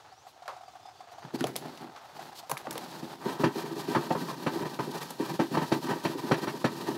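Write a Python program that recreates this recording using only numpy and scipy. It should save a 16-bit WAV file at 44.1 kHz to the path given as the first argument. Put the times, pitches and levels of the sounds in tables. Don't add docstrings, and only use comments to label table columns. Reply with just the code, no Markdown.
import sys
import numpy as np
from scipy import signal
from scipy.fft import rfft, irfft, next_fast_len
from scipy.io import wavfile
from scipy.ndimage import uniform_filter1d, map_coordinates

SR = 44100
rng = np.random.default_rng(int(sys.argv[2]) if len(sys.argv) > 2 else 0)


def dump(signal):
    limited = np.clip(np.atleast_2d(signal).T, -1, 1)
    pcm = np.round(limited * 32767).astype(np.int16)
    wavfile.write(sys.argv[1], SR, pcm)


N = 307641
TIME = np.arange(N) / SR
AGE = np.arange(SR // 4) / SR

# (time [s], level [dB], pitch [Hz])
SOFT_BUMPS = [(1.24,-43.5,160),(1.335,-30.5,305),(1.403,-28.5,250),(1.442,-39,110),(2.516,-42,131),(2.67,-42.5,254),(3.022,-36,232),(3.254,-29,275),(3.393,-29,298),(3.456,-27,266),(3.552,-32.5,297),(3.636,-34.5,380),(3.708,-34.5,358),(3.761,-36,370),(3.88,-28.5,292),(3.948,-26.5,800),(3.985,-37.5,327),(4.105,-27.5,723),(4.553,-33,360),(4.602,-31,323),(4.87,-34.5,320),(5.195,-27,324),(5.305,-35,303),(5.411,-27.5,285),(5.508,-32,266),(5.568,-40,834),(5.755,-32.5,296),(5.834,-35,272),(5.903,-39,290),(5.953,-38,336),(6.09,-36,322),(6.146,-34,316),(6.231,-32.5,286),(6.296,-33.5,400),(6.421,-34,272),(6.536,-36,392),(6.881,-27.5,308),(6.918,-33.5,288),(6.962,-32,280)]
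# (time [s], boom [dB], clack [dB], clack pitch [Hz], crack [dB],
# nominal crack t60 [s])
HARD_KNOCKS = [(3.436,-18.5,-29,865,-29,0.16),(3.948,-32.5,-29.5,910,-32,0.048),(3.961,-20.5,-31,1160,-40,0.08),(4.105,-23.5,-45,660,-37,0.054),(4.151,-28.5,-33.5,890,-55,.09),(4.284,-49,-36,865,-50,0.11),(4.464,-23.5,-33.5,860,-34.5,0.16),(4.790,-27.5,-33.5,830,-42,0.12),(5.393,-20,-36,630,-35,0.17),(5.57,-22.5,-29,880,-37,0.13),(5.718,-18.5,-50,624,-31.5,0.093),(6.050,-25,-40,840,-31.5,0.12),(6.312,-17.5,-29.5,1090,-28.5,0.17),(6.472,-28,-36,845,-37,0.13),(6.643,-19.5,-33.5,830,-28.5,0.14)]


def from_db(db):
    return 10 ** (np.asarray(db) / 20)


def rms_one(x):
    return x / np.sqrt(np.mean(x ** 2) + 1e-20)


def peak_one(x, size=256):
    return x / np.sqrt(uniform_filter1d(x ** 2, size).max() + 1e-20)


def add(out, s, sound):
    at = max(round(s * SR), 0)
    out[at:at + len(sound)] += sound[:N - at]


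def decay(t60):
    return from_db(-60 * AGE / t60)


def attack(rise_s):
    return 1 - np.exp(-AGE / rise_s)


def swell(rise_s):
    return np.hanning(int(2 * rise_s * SR)) ** 4


def drift(per_s):
    knots = rng.standard_normal(N // 100)
    return np.interp(TIME * per_s, np.arange(len(knots)), knots)


def grains(per_s, spread_db, size=N):
    signs = (rng.random(size) < per_s / SR) * rng.choice([-1, 1], size)
    return signs * from_db(spread_db * np.minimum(rng.exponential(1, size), 4))


def band(x, low_hz, high_hz):
    return signal.sosfilt(signal.butter(2, [low_hz, high_hz], "band", fs=SR, output="sos"), x)


def resonance(x, hz, width_hz):
    r = np.exp(-np.pi * width_hz / SR)
    feedback = [1, -2 * r * np.cos(2 * np.pi * hz / SR), r * r]
    return signal.lfilter(np.array([1, 0, -1]) * (1 - r * r) / 2, feedback, x + 1e-18)


def coloured(x, spectrum):
    hz, db = np.transpose(spectrum)
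    size = next_fast_len(len(x))
    bin_hz = np.arange(size // 2 + 1) * SR / size + 1
    gain = from_db(np.interp(np.log(bin_hz), np.log(hz), db))
    return rms_one(irfft(rfft(x, size) * gain, size)[:len(x)])


def garden_air(level_db=-62, waver_db=1.5):
    # (frequency [Hz], level [dB])
    air_eq = [(30,-11),(124,3),(200,-12),(430,-4),(580,-15),(720,-9),(920,-20),(1300,-3),(1850,-16),(3600,-10.5),(6500,-14.5),(9000,-24),(16000,-29)]
    return from_db(level_db + waver_db * drift(18)) * coloured(rng.standard_normal(N), air_eq)


def bird(warble=0.0234, twitter_db=2.5):
    # (start [s], length [s], start pitch [Hz], end pitch [Hz], level [dB])
    whistles = [(.085,.07,3950,5450,-68),(.655,.04,4800,4650,-67),(.9,.22,3450,3550,-71),(.12,.13,5000,6700,-69),(.22,.09,6500,8900,-73),(.79,.12,3550,3480,-69),(.815,.115,5030,5120,-64),(.945,.125,4720,4500,-65.5),(1.088,.055,4480,4800,-68),(1.1,.08,5700,6050,-70),(1.19,.1,6250,6100,-69),(1.2,.09,4800,4550,-66),(1.335,.035,4050,4650,-55),(1.375,.04,4800,4550,-59)]
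    out = np.zeros(N)
    for start, length, from_hz, to_hz, db in whistles:
        size = int(length * SR)
        pitch = np.linspace(from_hz, to_hz, size) * (1 + warble * drift(430)[:size])
        envelope = from_db(db + twitter_db * drift(70)[:size]) * np.sqrt(2 * np.hanning(size))
        add(out, start, envelope * np.sin(2 * np.pi * np.cumsum(pitch) / SR))
    return out


def ripples(count=70, gap_s=0.06):
    late, size = rng.standard_normal((count, 2)).T
    return list(zip(gap_s * (np.arange(count) + 0.26 * late), -50 + 2 * size))


def water(trim_db=-4, pocket_hz=740, overtone_db=-11, splash_db=-20):
    # (time [s], relative level [dB])
    laps = [(0.122, -45.5), (0.266, -40), (0.42, -40), (0.455, -40.5), (0.531, -44), (0.564, -40),
            (0.608, -41), (0.632, -40.5), (0.679, -40), (0.752, -39.5), (0.854, -39), (0.884, -40),
            (1.004, -37.5), (1.116, -42), (1.18, -40), (2.191, -33), (2.327, -43.5), (2.433, -39.5),
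            (2.651, -36)]
    out = np.zeros(N)
    for s, db in list(laps) + ripples():
        hz = pocket_hz * np.exp(0.025 * rng.standard_normal())
        drops = grains(3000, 0.43, size=len(AGE)) * decay(0.076) * attack(0.005)
        pocket = (AGE == 0) + 0.2 * drops
        for _ in range(3):
            pocket = resonance(pocket, hz, width_hz=155)
        overtone = from_db(overtone_db) * peak_one(resonance(drops, hz=1150, width_hz=250))
        splash = from_db(splash_db) * peak_one(band(drops, 820, 5500))
        add(out, s, from_db(db + trim_db) * (peak_one(pocket) + overtone + splash))
    return out


def wood(force):
    # (frequency [Hz], bandwidth [Hz], level [dB])
    modes = [(130.4, 28.4, 5.5), (159.5, 43.8, 5), (238, 30.6, 2.5), (277.5, 26, 2), (333.3, 20.7, 5),
             (406.1, 22, 4), (515, 32, -3.5), (650, 120, -9.5), (751, 30, -6.5), (886.5, 22.4, 0.5),
             (948, 11, -7), (1150, 32, -9.5), (1300, 10, -8)]
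    return sum((-1) ** k * from_db(db) * resonance(force, hz, width)
               for k, (hz, width, db) in enumerate(modes))


def upper_ring(clear_t60=0.085, crowd_t60=0.042):
    high_modes = [1552, 1787, 1770, 1960, 2196, 2585, 2830, 3350]
    clear = sum(np.sin(2 * np.pi * (hz * AGE + rng.random())) for hz in high_modes)
    crowd = 17 * rng.standard_normal(len(AGE))
    ring = clear * decay(clear_t60) + crowd * decay(crowd_t60)
    return ring / np.sqrt(np.sum(ring ** 2))


def upper_wood(force, ring):
    return signal.fftconvolve(force, ring)[:len(force)]


def bent(x, detune=0.003):
    read_at = np.arange(len(x)) + np.cumsum(detune * drift(6)[:len(x)])
    return map_coordinates(x, [read_at], order=3, mode="mirror")


def sticking():
    # (centre [s], half-length [s], dip [dB])
    catches = [(3.203,0.086,6),(3.365,0.069,3.5),(3.856,0.095,7.5),(4.415,0.021,2),(4.775,0.052,11.5),(5.169,.075,2.5),(5.386,0.024,5),(5.708,0.054,4),(6.022,0.033,3.5),(6.214,0.019,5),(6.62,0.021,-1.5)]
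    dip_db = np.zeros(N)
    for centre, half, db in catches:
        add(dip_db, centre - half, db * np.sqrt(swell(half)))
    return from_db(-dip_db)


def rubbing_envelopes(rumble_bed_db=-2.5):
    # (time [s], rumble [dB], scrape [dB], hiss [dB])
    bed = [(1.0, -95, -58, -89), (1.28, -86, -44.5, -78), (1.42, -60, -75, -69), (1.51, -40, -60, -61),
           (1.9, -64, -48, -64.5), (2.512, -67, -53.5, -64), (2.73, -45.5, -45, -57),
           (3.3, -43.5, -44.5, -52.5), (3.5, -43, -44, -52.5), (4.1, -37, -44.5, -48),
           (4.449, -37.5, -44, -49.5), (5.05, -42.5, -48.5, -50.5), (5.7, -43.5, -46, -48.5),
           (6.15, -38, -42, -47), (6.98, -38, -48.5, -50)]
    # (centre [s], half-length [s], scrape [dB], lightness [dB])
    scuffs = [(0.295,0.061,-62.5,24.5),(1.125,0.035,-57,16),(1.19,0.028,-57,13),(1.245,0.042,-55,4),(1.352,0.032,-47.5,19),(1.395,0.032,-39,11),(1.66,0.13,-42.5,4.5),(1.862,0.13,-50.5,-0.5),(2.235,0.2,-44,9.5),(2.38,0.052,-54,26.5),(2.83,0.12,-46,14),(2.905,0.035,-43.5,17),(2.97,0.23,-46,12.5),(3.12,0.045,-40.5,8),(3.27,0.061,-41,9),(3.415,0.07,-37.5,13),(3.575,0.12,-39.5,14.5),(3.79,0.094,-48.5,20.5),(3.903,0.11,-41,13),(4.04,0.061,-40,10),(4.235,0.044,-51.5,-13),(4.305,0.033,-40.5,16),(4.643,0.097,-36.5,1.5),(4.953,0.051,-37.5,8.5),(5.017,0.069,-41.5,15),(5.105,0.04,-46,19),(5.245,0.065,-36.5,11),(5.32,0.094,-43,0),(5.555,0.03,-34,3),(5.61,0.11,-38,-2.5),(5.89,0.016,-35.5,7.5),(5.918,0.076,-34,-1.5),(6.19,0.04,-37,10),(6.435,0.056,-41,11),(6.498,0.032,-46,3),(6.815,0.038,-40.5,13),(6.905,0.11,-39.5,13.5)]
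    slides = [(s + 0.049, 0.056, boom_db - 28.5, -8) for s, boom_db, *_ in HARD_KNOCKS]
    brushes = [(s + 0.018, 0.06, db - 14, 5) for s, db, _ in SOFT_BUMPS]
    times, *levels = np.transpose(bed)
    powers = [from_db(np.interp(TIME, times, db) + trim_db) ** 2
              for db, trim_db in zip(levels, (rumble_bed_db, 0, 0))]
    for centre, half, db, lightness in list(scuffs) + slides + brushes:
        for power, tilt_db in zip(powers, (2 - lightness, 0, lightness - 19.5)):
            add(power, centre - half, from_db(db + tilt_db) ** 2 * swell(half))
    return np.sqrt(powers) * sticking()


def rubbing(ring, slip_db=2.5, sway_db=2, seated_s=3.2):
    # (frequency [Hz], level [dB])
    scrape_eq = [(200, -7.5), (550, 4.5), (850, 13), (1050, 4.5), (1700, 0), (2200, -6), (3300, -9.5),
                 (4500, -9), (5800, -26), (9000, -35), (16000, -49)]
    # (frequency [Hz], level [dB])
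    rustle_eq = [(1000, -34), (2500, 2), (4300, 8.5), (6000, 1.5), (9000, -3.5), (11000, -3), (13000, -3),
                 (16000, -8)]
    rumble_gain, scrape_gain, hiss_gain = rubbing_envelopes()
    judder = from_db(slip_db * drift(70) + sway_db * drift(20))
    rumble = rms_one(band(wood(grains(2500, spread_db=0.16)), 147, 445) * judder)
    friction = grains(4000, spread_db=4.6) * judder
    on_stone = coloured(friction, scrape_eq)
    ringing = coloured(upper_wood(friction, ring), scrape_eq)
    woody = rms_one(band(wood(friction), 960, 2150))
    in_wood = bent(1.32 * ringing + 0.58 * woody)
    scrape = rms_one(np.where(TIME > seated_s, in_wood, on_stone))
    hiss = coloured(grains(14000, spread_db=3.6) * judder, rustle_eq)
    return rumble_gain * rumble + scrape_gain * scrape + hiss_gain * hiss


def pot_clicks(mid_trim_db=-9, band_ratio=1.47):
    # (time [s], body pitch [Hz], body [dB], relative mid [dB], treble [dB], skid [0-1])
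    contacts = [(0.479,850,-34.5,-35.5,-51.5,0.4),(1.408,1600,-32,-28,-40,0.12),(1.441,544,-23,-21.5,-40,0.11),(1.469,1360,-38,-38,-39,0.33),(1.557,630,-35.5,-28.5,-52,0.3),(1.563,650,-41,-39,-28,0.14),(1.774,800,-68,-38.5,-56,0.4),(1.962,890,-45,-40,-68,1),(2.496,700,-34.5,-56,-36.5,0.7),(2.515,830,-25,-52,-28,0.08),(2.5702,1400,-33.5,-43,-49,0.06),(2.576,1200,-46,-37,-38.5,0.23),(2.67,754,-31.5,-60,-66,0.25),(2.709,900,-41,-52,-33,0.08),(2.728,925,-57,-57,-39,0.2),(2.755,610,-34,-35,-56,0.3),(2.779,800,-54,-27,-36.5,0),(5.030,710,-57,-53,-41,0.4),(5.106,704,-36.5,-45,-37.5,0.16)]
    # (frequency [Hz], level [dB])
    tick_eq = [(2500, 3.6), (4000, 6.8), (5200, 5.6), (7500, 6.8), (9000, 1.2), (10800, 11), (13000, 3),
               (16000, 1.2)]
    out = np.zeros(N)
    snap = decay(0.013)
    for s, hz, body_db, mid_db, treble_db, skid in contacts:
        envelope = snap + skid * decay(0.27)
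        noise = rng.standard_normal((3, len(AGE)))
        body = band(noise[0] * envelope, hz / band_ratio, hz * band_ratio)
        mid = band(noise[1] * envelope, 1600, 5400)
        tick = coloured(noise[2], tick_eq) * (snap + skid * decay(0.19))
        for layer, db in (body, body_db), (mid, mid_db + mid_trim_db), (tick, treble_db):
            add(out, s, from_db(db) * peak_one(layer))
    return out


def hollow_bumps(roughness=0.046):
    out = np.zeros(N)
    for s, db, hz in SOFT_BUMPS:
        force = (AGE == 0) + roughness * rng.standard_normal(len(AGE)) * decay(0.15)
        hollow = wood(force)
        bump = resonance(hollow, hz, width_hz=130) * attack(0.0024)
        add(out, s, from_db(db) * peak_one(bump, size=1024))
    return out


def crunch(count=7, gap_s=0.0033, loss_db=2.5):
    force = np.zeros(len(AGE))
    gaps = gap_s * rng.uniform(0.55, 1.45, count)
    onsets = ((np.cumsum(gaps) - gaps[0]) * SR).astype(int)
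    force[onsets] = from_db(-loss_db * np.arange(count))
    return force


def padded(force, top_hz=1300):
    return signal.sosfilt(signal.butter(2, top_hz, fs=SR, output="sos"), force + 1e-18)


def wood_knocks(ring, boom_trim_db=-1, rebound_s=0.0043):
    out = np.zeros(N)
    crack_onset = (1 + 0.14 * (AGE > rebound_s)) * attack(0.0006)
    # (frequency [Hz], level [dB])
    crack_eq = [(300, -55), (600, 6.5), (900, 0), (1600, 1), (2200, -3), (3200, -7.5), (4500, -4.5),
                (5600, -16.5), (8500, -24.5), (11000, -26), (16000, -35)]
    for s, boom_db, clack_db, clack_hz, crack_db, crack_t60 in HARD_KNOCKS:
        grinding = rng.standard_normal(len(AGE)) * decay(0.15)
        slips = crunch()
        blow = padded((AGE == 0) + 0.5 * slips + 0.03 * grinding)
        thud = resonance(blow + padded(slips), hz=340, width_hz=330)
        boom = bent(wood(blow)) + 0.22 * thud
        contact = slips + 0.082 * grinding
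        for _ in range(2):
            contact = resonance(contact, clack_hz, width_hz=600)
        clack = contact + upper_wood(contact, ring) + 2.2 * wood(contact)
        splinters = grains(9000, spread_db=6, size=len(AGE)) * crack_onset * decay(0.85 * crack_t60)
        crack = coloured(upper_wood(splinters, ring), crack_eq)
        for layer, db in (boom, boom_db + boom_trim_db), (clack, clack_db), (crack, crack_db):
            add(out, s, from_db(db) * peak_one(layer, size=1024))
    return out


def scene():
    ring = upper_ring()
    movement = wood_knocks(ring) + hollow_bumps() + rubbing(ring) + pot_clicks()
    return (movement + water() + garden_air() + bird())[None]


def record(dry, bass_hz=85, top_hz=15700):
    thin = signal.sosfilt(signal.butter(2, bass_hz, "high", fs=SR, output="sos"), dry)
    return signal.sosfilt(signal.ellip(10, 0.2, 70, top_hz, fs=SR, output="sos"), thin)


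dry = scene()
out = record(dry)
dump(out)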